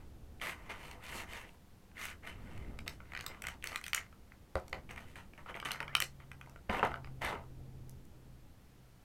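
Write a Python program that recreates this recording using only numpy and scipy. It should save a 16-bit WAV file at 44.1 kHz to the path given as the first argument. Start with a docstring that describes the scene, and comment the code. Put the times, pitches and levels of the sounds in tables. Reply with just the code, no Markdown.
"""A thin moulded plastic tray, flexed by hand over a table close to one microphone, buckles in sharp cracks.
Each crack is a burst of decaying sheet modes; sliding fingers rustle as dense random slips through the same modes.
Small figures are pried out: a stick-slip tone squeaks, table modes knock and a joint ticks in short treble rings.
A small room answers with two wall echoes and a diffuse noise tail.
Behind it lie rumble and hiss made of coloured noise, and a distant hum, a sine that sinks in pitch."""
import sys
import numpy as np
from scipy import signal
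from scipy.fft import rfft, irfft
from scipy.io import wavfile

SR = 44100
rng = np.random.default_rng(int(sys.argv[2]) if len(sys.argv) > 2 else 0)


def dump(signal):
    """Clip the signal to [-1, 1] and save it as 16-bit WAV at the path in sys.argv[1]."""
    limited = np.clip(np.atleast_2d(signal).T, -1, 1)
    pcm = np.round(limited * 32767).astype(np.int16)
    wavfile.write(sys.argv[1], SR, pcm)


def voltage_ratio(level):
    """Linear amplitude factor for a level in decibels (scalar or array-like)."""
    return 10 ** (np.asarray(level, float) / 20)


N = 398654
TIME = np.arange(N) / SR


def level(x, db):
    """Scales x to an rms level in dB."""
    return x * voltage_ratio(db) / np.sqrt(np.mean(x ** 2))


def on_log(hz, table):
    """Reads (frequency [Hz], value) points on a log-frequency axis."""
    points_hz, values = np.transpose(table)
    return np.interp(np.log(hz), np.log(points_hz), values)


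def coloured(size, table):
    """Noise with the spectrum of (frequency [Hz], level [dB per Hz]) points."""
    hz = np.maximum(np.arange(size // 2 + 1) * SR / size, 1)
    return irfft(rfft(rng.standard_normal(size)) * voltage_ratio(on_log(hz, table)), size)


def walk(per_s):
    """Random levels joined by straight lines."""
    knots = np.arange(0, N / SR + 1, 1 / per_s)
    return 0.84 * np.interp(TIME, knots, rng.standard_normal(len(knots)))


def ring(hz, db, t60, phase, seconds, push_s):
    """Sum of decaying modes that swell during the contact, peak 1."""
    t = np.arange(int(seconds * SR))[:, None] / SR
    modes = voltage_ratio(db - 60 * t / t60) * np.sin(2 * np.pi * hz * t + phase)
    y = modes.sum(axis=1)
    y *= np.sin(np.pi / 2 * np.minimum(t[:, 0] / push_s, 1)) ** 2
    return y / np.abs(y).max()


def add(out, s, y):
    """Lays y into out from time s [s] on."""
    i = int(s * SR)
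    out[i:i + len(y)] += y[:len(out) - i]


FOCUS_DB = 5  # loss half an octave away from the centre


def focus(hz, centre_hz):
    """Level [dB] of a mode against one at the centre of the ring: the loss grows with distance, up to a limit."""
    return -FOCUS_DB * np.minimum(4 * np.log2(hz / centre_hz) ** 2, 2.5)


# buckles of the sheet, close to the microphone, treble and edge (3.4-5.4 kHz) before the offsets in cracks():
# (time [s], peak [dB], centre of the ring [Hz], edge [dB], treble [dB])
BUCKLES = [(0.3988, -44, 2130, -9, -19), (0.4145, -31, 2700, -14, -14), (0.9126, -38, 2470, -3, -3),
           (1.3332, -36, 2250, -18, -5), (1.492, -45, 2300, -15, -15), (1.915, -53, 1900, -15, -20),
           (2.2363, -49, 1980, -24, -15), (2.2513, -45, 1980, -23, -13), (2.2734, -31.5, 1830, -6, -12),
           (2.5325, -47, 2050, -18, -9), (2.5776, -42, 1920, -7, -3), (2.789, -34.5, 2470, -5, -13),
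           (2.8783, -23, 2660, 1, -5.5), (3.0032, -40, 1570, -31, -30), (3.12, -38, 1970, -20, -16),
           (3.1349, -33, 1960, -9, -18), (3.15, -29, 1970, -7, -15), (3.1646, -30, 1930, -2, -20),
           (3.174, -30, 2020, -7, -15), (3.1912, -34, 1840, -3.5, -18), (3.2015, -36.5, 2550, -9, -14),
           (3.209, -33, 2010, -4, -5), (3.2412, -37, 1640, -9, -12), (3.2637, -26.5, 1530, 12, 6),
           (3.347, -40, 1550, -11, -20), (3.4207, -31.5, 2360, -9, 3.5), (3.4393, -32.5, 1870, -22, -13),
           (3.4513, -33, 1840, -21, -25), (3.4687, -23.5, 2900, -10, -4), (3.4853, -27.5, 1720, -12, -8),
           (3.6252, -35.5, 2460, -15, -11), (3.6408, -24, 2700, -11, -2.5), (3.6719, -27, 2450, 6, 1.5),
           (3.7183, -35.5, 1640, -5, -12), (3.729, -41, 2310, -7, -15), (3.746, -33, 1930, -18, -16),
           (3.7587, -23, 2050, -1, -2.5), (3.813, -40, 1930, -7, -5), (3.84, -30, 2770, 0, -2),
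           (3.8646, -28.5, 2000, 2, 1), (3.8808, -30.5, 2150, 1, 6), (3.932, -16.5, 2620, -2, -8),
           (3.9468, -17, 2150, -1, 3.5), (3.9782, -26, 2080, -24, -27), (4.1267, -48, 1650, -20, -21),
           (4.3197, -42, 1770, -11, -21), (4.5543, -26, 1490, -4, -15), (4.6808, -40.5, 1500, 1, 1.5),
           (4.6962, -49, 1380, -7, 7), (4.7291, -25, 2240, -7.5, -19), (4.892, -39, 1750, -22, -16),
           (4.9103, -43, 1780, -23, -1), (4.9607, -41, 2280, -11, -9), (4.978, -35.5, 2090, -16, -18),
           (5.157, -37, 1910, -23, -7), (5.3351, -46, 2280, -18, -16), (5.3775, -44, 2240, -25, -14),
           (5.4608, -40, 1380, -29, -22), (5.5428, -34, 2400, -29, -20), (5.5709, -33, 1860, -20, -20),
           (5.6002, -32.5, 2420, -4, -11), (5.6265, -32.5, 1330, -19, -34), (5.65, -32, 2660, -5, -3),
           (5.691, -37, 1690, -16, -17), (5.7077, -26, 2100, -15, -20), (5.7165, -24.5, 2000, 7.5, 4),
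           (5.7459, -38, 1600, -11, -25), (5.791, -48, 2230, -21, -30), (5.8036, -23, 1790, -6.5, -17),
           (5.8279, -32.5, 2350, -22, -16), (5.8795, -33, 1940, -13, -22), (5.9293, -44, 1990, -32, -35),
           (5.938, -44.5, 1980, -23, -34), (5.9441, -45, 1953, -20, -26), (5.9509, -11, 2970, -6, -13),
           (6.0023, -15, 2160, -21, 0.5), (6.014, -28, 2120, -19, -25), (6.0219, -19.5, 2460, -3, -4),
           (6.3156, -36, 1910, -13, -14), (6.4121, -36, 2000, -28, -11), (6.4607, -48, 1900, -14, -10),
           (6.496, -45, 1920, -13, 2), (6.56, -43, 1800, -22, -21), (6.6962, -25.5, 1836, -17, -30),
           (6.829, -19.5, 1310, -31, -36), (6.8705, -33, 1075, -11, -19), (6.9164, -33, 1382, -32, -22),
           (6.9408, -27.5, 1480, -16, -33), (6.958, -41, 1397, -28, -16), (7.045, -39.5, 1930, -4, -23),
           (7.0728, -44, 1340, -27.5, -28)]
# modes of the plastic sheet: (frequency [Hz], relative level [dB], t60 [s])
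SHEET_MODES = [(494, 3, 0.0085), (680, 1.5, 0.019), (820, 2.5, 0.016), (1010, -4.5, 0.0219),
               (1227, 4.5, 0.017), (1480, -2.5, 0.034), (1870, 4, 0.008), (2080, 5, 0.013),
               (2400, -2, 0.023), (2713, 2, 0.011), (3018, 1, 0.018), (3580, -0.5, 0.0072),
               (4310, -1.5, 0.0099), (5060, -10.5, 0.014), (5940, -7, 0.01), (6550, -3, 0.0049),
               (7870, -6.5, 0.01), (8800, -4, 0.0073), (9760, -3.5, 0.003), (11530, -12.5, 0.016),
               (11790, -4, 0.0049), (14800, -16, 0.015)]
# a big facet rings low: modes under 1.1 kHz lose level as the centre rises above 1.5 kHz,
# and for each dB of peak above -30 dB
LOW_DB_PER_OCTAVE, LOW_DB_PER_DB = -12.5, -0.62
# faint crackle while the sheet is rubbed: dB over the rub's middle range, scale of its random excess in dB
CRACKLE_DB, CRACKLE_SPREAD_DB = 3, 2.5
SCATTER_DB = 2.5  # random spread of each mode's level


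def cracks(rub_db, detune=0.054, edge_db=3.0, treble_db=5.5, low_db=-11.5, count=110):
    """Each buckle snaps another facet: every mode splits in three, shifted; middle ones near its centre lead."""
    out = np.zeros(N)
    hz, db, t60 = np.repeat(np.transpose(SHEET_MODES), repeats=3, axis=1)
    when = rng.random(count) * TIME[-1]
    excess_db = CRACKLE_SPREAD_DB * rng.exponential(size=count)
    centre, edge, treble = rng.standard_normal((count, 3)).T
    crackle_db = np.interp(when, TIME, rub_db) + CRACKLE_DB + excess_db
    crackle = zip(when, crackle_db, 1900 * 2 ** (0.076 * centre), -14 + 7 * edge, -14 + 7 * treble)
    rows = list(BUCKLES) + list(crackle)
    chance = rng.standard_normal((len(rows), 3, len(hz)))
    ranges = [hz < 1100, hz < 3400, hz < 5400]  # low, middle, edge; the rest is treble
    for (s, peak_db, centre_hz, edge, treble), (scatter, shift, phase) in zip(rows, chance):
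        low = LOW_DB_PER_OCTAVE * np.log2(centre_hz / 1500) + LOW_DB_PER_DB * (peak_db + 30)
        range_levels = [low + low_db, focus(hz, centre_hz), edge + edge_db]
        colour_db = np.select(ranges, range_levels, treble + treble_db)
        gains_db = db + colour_db + SCATTER_DB * scatter
        facet = ring(hz * (1 + detune * shift), gains_db, t60, np.pi * phase, 0.036, 0.00065)
        add(out, s, voltage_ratio(peak_db) * facet)
    return out


def shelves(hz):
    """Share of a mode in the treble and in the low range of the sheet."""
    high = np.clip(np.log2(hz / 3300) / 0.33, 0, 1)
    low = np.clip(np.log2(1150 / hz) / 0.53, 0, 1)
    return high, low


def rubbed(slips, hz, t60):
    """One mode, a two-pole resonator, driven by the slips, each with a force of its own; rms 1."""
    pole = np.exp(-np.log(1000) / (t60 * SR))
    force = slips * rng.standard_normal(N)
    return level(signal.lfilter([1], [1, -2 * pole * np.cos(2 * np.pi * hz / SR), pole ** 2], force), 0)


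SLIPS_PER_S, SLIP_SPREAD_DB = 3000, 2.5
FLEX_DB = 3.5  # depth of each mode's random rise and fall
# a brighter rub rings higher: centre [Hz] where treble equals middle, [Hz] per dB of treble over middle
BRIGHT_HZ, HZ_PER_DB = 3000, 60


def rustle(body, bright, deep, sheet_db=-13.5, treble_db=-5.5, low_db=-14.5, table_db=-15.5):
    """Dense tiny slips of skin and table on plastic ring the sheet; their low part goes into the table top."""
    centre_hz = np.maximum(BRIGHT_HZ + HZ_PER_DB * (bright - body), 1100)
    slips = (rng.random(N) < SLIPS_PER_S / SR) * voltage_ratio(SLIP_SPREAD_DB * rng.exponential(size=N))
    sheet = np.zeros(N)
    for hz, db, t60 in SHEET_MODES:
        high, low = shelves(hz)
        middle = body + sheet_db + 0.52 * focus(hz, centre_hz)
        gain_db = db + (1 - high - low) * middle + high * (bright + treble_db) + low * (deep + low_db)
        damped_t60 = t60 * (1 - .6 * high)  # the fingers damp the upper modes
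        mode = rubbed(slips, hz, damped_t60)
        # as the sheet flexes, each mode comes forward and steps back
        sheet += mode * voltage_ratio(gain_db + FLEX_DB * (1 - high / 2) * walk(25))
    board = np.zeros(N)
    for hz, db, t60 in TABLE_MODES[1:]:  # all but the deepest
        board += voltage_ratio(db + focus(hz, 900)) * rubbed(slips, hz, t60)
    return sheet + board * voltage_ratio(table_db + deep)


# the tray jolts, scrapes briefly and settles; levels drive the rustle, treble and low against the level:
# (time [s], hold [s], level [dB], treble [dB], low [dB])
JOLT_EVENTS = [(.405, 0.089, -39, -14.5, -11), (.69, 0.013, -38, -20.5, -9),
               (2.262, 0.021, -46, -14.5, -12), (2.858, .01, -51, -18, -3),
               (3.625, 0.11, -47.5, -15.5, -11.5), (3.748, 0.01, -44.5, -19, -27),
               (3.932, 0.038, -42.5, -16, -35), (4.556, 0.0055, -53, -12, 7), (4.731, 0.014, -51, -20, -2),
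               (4.89, .012, -51, -15, -0.5), (4.965, 0.038, -51.5, -17, -5),
               (5.156, 0.015, -50, -13.5, -3.5), (5.374, .014, -57, -21, -2.5),
               (5.455, 0.018, -55, -22, -2), (5.545, .012, -49, -23, 1.5),
               (5.648, 0.0046, -31.5, -19.5, -14), (5.703, 0.01, -45, -17.5, -7.5),
               (5.805, 0.0058, -48, -25, 5), (5.952, 0.031, -54.5, -18, -6), (6.003, 0.029, -53, -2.5, -17),
               (6.195, 0.0077, -56.5, -28, -11), (6.315, 0.0099, -69, -25, -2),
               (6.687, 0.084, -38, -23.5, 0), (6.826, 0.016, -34, -29, 2), (6.94, 0.012, -66.5, -14, 18.5),
               (7.05, 0.014, -67, -15, 2), (7.208, 0.084, -36.5, -20, -4), (7.3, 0.026, -44, -38, 5.5)]
ATTACK_S, ATTACK_PER_HOLD = 0.0059, 0.061  # longer scrapes set in more softly
RELEASE_DB_PER_S, TREBLE_RELEASE_DB_PER_S, LOW_RELEASE_DB_PER_S = 284, 340, 240.5
# fingers slide over the sheet, swelling and fading; levels as for the jolts:
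# (time [s], length [s], level [dB], treble [dB], low [dB])
FINGER_SLIDES = [(-.15, 0.25, -63, -22, -3), (0.48, 0.36, -56.5, -18, -1.5),
                 (0.697, 0.34, -52.5, -11.5, -1.5), (0.986, 0.25, -45.5, -11.5, -14),
                 (1.094, .18, -42.5, -9, -8), (1.241, 0.26, -46.5, -13, -8), (1.435, 0.15, -70.5, -3, 1),
                 (1.94, .23, -42.5, -10.5, -28), (2.216, 0.11, -51, -17, -11),
                 (2.253, 0.64, -58.5, -17, -5), (2.87, 0.13, -65, -5, -2.5), (2.96, 0.46, -60.5, -17, -7),
                 (3.194, 0.25, -52, -24, -7.5), (3.413, 0.17, -51, -15, -4), (3.816, .12, -55.5, -8, -27),
                 (4.273, .15, -82, -24, 0), (4.992, 0.22, -61, -13, -12), (5.479, 0.049, -42.5, -24, -10),
                 (5.674, 0.17, -51.5, -25, -5), (5.844, 0.17, -62, -25, -8), (6.382, 0.21, -70.5, -22, 4),
                 (7.408, 0.15, -91, -22.5, 6)]
SLIDE_SKEW = 0.86  # below 1 the swell peaks early
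# sharpness of the swell, one row each for middle, treble and low: (exponent [1]); the treble needs speed
SWELL_POWERS = [
    [1.48],
    [2.7],
    [0.96],
]


def rubbing():
    """Drive [dB] of the middle, treble and low range: jolts and slides add up in power."""
    power = np.full((3, N), 1e-11)
    release = np.array([[RELEASE_DB_PER_S], [TREBLE_RELEASE_DB_PER_S], [LOW_RELEASE_DB_PER_S]])
    for s, hold_s, db, treble, low in JOLT_EVENTS:
        i = int(s * SR)
        t = TIME[i:i + SR // 2] - s
        attack_s = ATTACK_S + ATTACK_PER_HOLD * hold_s
        fade = voltage_ratio(-release * np.maximum(t - ATTACK_S - hold_s, 0))
        shape = np.clip(t / attack_s, 0, 1) ** 2 * fade
        power[:, i:i + len(t)] += (shape * voltage_ratio(db + np.array([[0], [treble], [low]]))) ** 2
    for s, length_s, db, treble, low in FINGER_SLIDES:
        progress = np.clip((TIME - s) / length_s, 0, 1) ** SLIDE_SKEW
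        shape = np.abs(np.sin(np.pi * progress)) ** np.array(SWELL_POWERS)
        power += (shape * voltage_ratio(db + np.array([[0], [treble], [low]]))) ** 2
    return 10 * np.log10(power)


# a fingertip squeaks over the smooth sheet, before waver and roughness: (time [s], pitch [Hz], level [dB])
SQUEAK_PATH = [(5.866, 1400, -75), (5.882, 1550, -56), (5.915, 1900, -58), (5.94, 2100, -56),
               (5.95, 2150, -80)]


def squeak(waver=0.037, rough_db=2.5):
    """Fast stick and slip: a rising tone, unsteady in pitch and level."""
    s, hz, db = np.transpose(SQUEAK_PATH)
    pitch = np.interp(TIME, s, hz) * (1 + waver * walk(300))
    gain = voltage_ratio(np.interp(TIME, s, db, left=-140, right=-140) + rough_db * walk(190))
    return np.sqrt(2) * gain * np.sin(2 * np.pi * np.cumsum(pitch) / SR)


# figures and tray knock on the table top: (time [s], peak [dB], favoured pitch [Hz], deepest mode [dB])
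TABLE_KNOCKS = [(1.15, -39, 327, -11), (3.301, -44.5, 358, -6), (4.555, -23, 550, 7), (4.566, -29, 610, -7),
                (4.728, -35.5, 770, -3), (4.745, -37, 700, -9), (4.77, -41.5, 730, -12),
                (5.498, -41, 360, -4), (6.025, -39.5, 354, -9), (6.694, -29, 760, 1), (6.697, -28, 219, -5),
                (6.795, -33, 731, -9), (6.829, -19, 961, -14.5), (6.868, -45, 942, 4),
                (7.255, -36, 950, 12)]
# modes of the table top, also rung by the rustle: (frequency [Hz], relative level [dB], t60 [s])
TABLE_MODES = [(73, 0, 0.083), (211.6, 6.5, 0.093), (370, -4.5, 0.25), (462, 10.5, 0.017), (531, 7, 0.062),
               (608, 2, 0.0563), (731, -0.5, 0.14), (841, -7.5, 0.2), (958, 9, 0.017), (1245, 8.5, 0.019),
               (1490, -4, 0.066), (2050, 4.5, 0.013)]


def knocks():
    """The board rings at its modes, most near the pitch that the spot favours; each knock sets the deepest."""
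    out = np.zeros(N)
    hz, db, t60 = np.transpose(TABLE_MODES)
    for s, peak_db, centre_hz, deep_db in TABLE_KNOCKS:
        gains_db = db + focus(hz, centre_hz)
        gains_db[0] = deep_db
        add(out, s, voltage_ratio(peak_db) * ring(hz, gains_db, t60, 0, .3, 0.00095))
    return out


# a joint of the small figure ticks between the fingers: (time [s], peak [dB])
JOINT_TICKS = [(7.895, -42), (8.053, -54)]


def ticks():
    """Hard little snaps, all treble: 24 random modes die within milliseconds."""
    out = np.zeros(N)
    pitches = rng.uniform(6000, 14500, (len(JOINT_TICKS), 24))
    for (s, peak_db), hz in zip(JOINT_TICKS, pitches):
        add(out, s, voltage_ratio(peak_db) * ring(hz, 0, .004, 0, .01, .0002))
    return out


# nearest walls, against the direct sound: (delay [s], level [dB])
WALL_ECHOES = [(0.0116, -21), (.016, -14.5)]
# decay of the small room: (frequency [Hz], t60 [s])
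ROOM_DECAY = [(200, 0.16), (1000, 0.18), (3000, 0.102), (8000, 0.2), (16000, 0.061)]
ROOM_DB, ROOM_START_S = -11, 0.0059  # diffuse tail: energy against the direct sound, onset


def room(x):
    """Two wall echoes and a diffuse tail of noise, each octave decaying at its own rate."""
    t = np.arange(SR // 2) / SR
    tail = np.zeros(len(t))
    for hz in 180 * 2. ** np.arange(7):
        octave = [(hz / 2, -40), (hz / 1.4, -3), (hz, 0), (hz * 1.4, -3), (hz * 2, -40)]
        tail += coloured(len(t), octave) * voltage_ratio(-60 * t / on_log(hz, ROOM_DECAY))
    tail *= np.clip((t - ROOM_START_S) / 0.0095, 0, 1)
    tail *= voltage_ratio(ROOM_DB) / np.sqrt(np.sum(tail ** 2))
    tail[0] = 1  # direct sound
    for delay_s, db in WALL_ECHOES:
        tail[int(delay_s * SR)] += voltage_ratio(db)
    return signal.fftconvolve(x, tail)[:N]


# low rumble under the table scene: (time [s], level [dB])
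RUMBLE_LEVEL = [(0.0, -52.5), (0.88, -53.5), (1.33, -53.5), (1.71, -60.5), (2.26, -53.5), (2.6, -45),
                (2.8, -46.5), (3.07, -55.5), (3.5, -52.5), (3.88, -58), (4.56, -57.5), (4.76, -51.5),
                (5.51, -56.5), (5.81, -56), (6.6, -57), (6.87, -51), (7.73, -50.5), (9.04, -62.5)]
# its relative spectrum: (frequency [Hz], level [dB per Hz])
RUMBLE_SPECTRUM = [(12, 4), (20, -1.5), (76, 0.5), (184, -10.5), (226, -10), (416, -18.5), (577, -22),
                   (631, -29), (700, -24), (910, -30), (1540, -120)]
# a distant hum comes and goes: (time [s], level [dB])
HUM_LEVEL = [(5.25, -87), (5.43, -60.5), (5.55, -71), (5.69, -57), (5.74, -70), (5.82, -57), (6.51, -59),
             (6.64, -74), (6.83, -56.5), (7.14, -49.5), (7.41, -61), (7.51, -54.5), (7.94, -53),
             (7.99, -63), (8.34, -61), (8.55, -83), (8.82, -63.5), (9.0, -69.5)]
# its pitch sinks toward a resting value
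HUM_REST_HZ, HUM_EXTRA_HZ, HUM_SINK_S = 124.2, 19, 1.7
# relative spectrum of the microphone hiss: (frequency [Hz], level [dB per Hz])
HISS_SPECTRUM = [(120, -30), (200, -4.5), (211, -31.5), (289, -27.5), (322, -12.5), (347, -23),
                 (749, -22.5), (8420, -37.5), (14300, -37.5), (16000, -44.5)]
HISS_DB = -67  # rms


def background():
    """Rumble noise that swells and sinks, a pure low hum and steady hiss."""
    rumble = level(coloured(N, RUMBLE_SPECTRUM), 0) * voltage_ratio(np.interp(TIME, *np.transpose(RUMBLE_LEVEL)))
    s, db = np.transpose(HUM_LEVEL)
    hz = HUM_REST_HZ + HUM_EXTRA_HZ * np.exp(-np.maximum(TIME - s[0], 0) / HUM_SINK_S)
    hum = np.sqrt(2) * np.sin(2 * np.pi * np.cumsum(hz) / SR)
    hum *= voltage_ratio(np.interp(TIME, s, db, left=-120, right=-120))
    hiss = level(coloured(N, HISS_SPECTRUM), HISS_DB)
    return rumble + hum + hiss


def scene():
    """The handled tray in its room, over the background."""
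    body, bright, deep = rubbing()
    handling = cracks(body) + ticks() + rustle(body, bright, deep) + knocks() + squeak()
    return (room(handling) + background())[None]


def roll_off(x):
    """The treble ends steeply here."""
    return signal.sosfilt(signal.butter(12, 16650, fs=SR, output="sos"), x)


def record(dry):
    """A steep low-pass cuts the top of the microphone signal."""
    top_hz = 16300
    low_pass = signal.ellip(8, .2, 70, top_hz, fs=SR, output="sos")
    mix = signal.sosfilt(low_pass, dry)
    return roll_off(mix)


dry = scene()
out = record(dry)
dump(out)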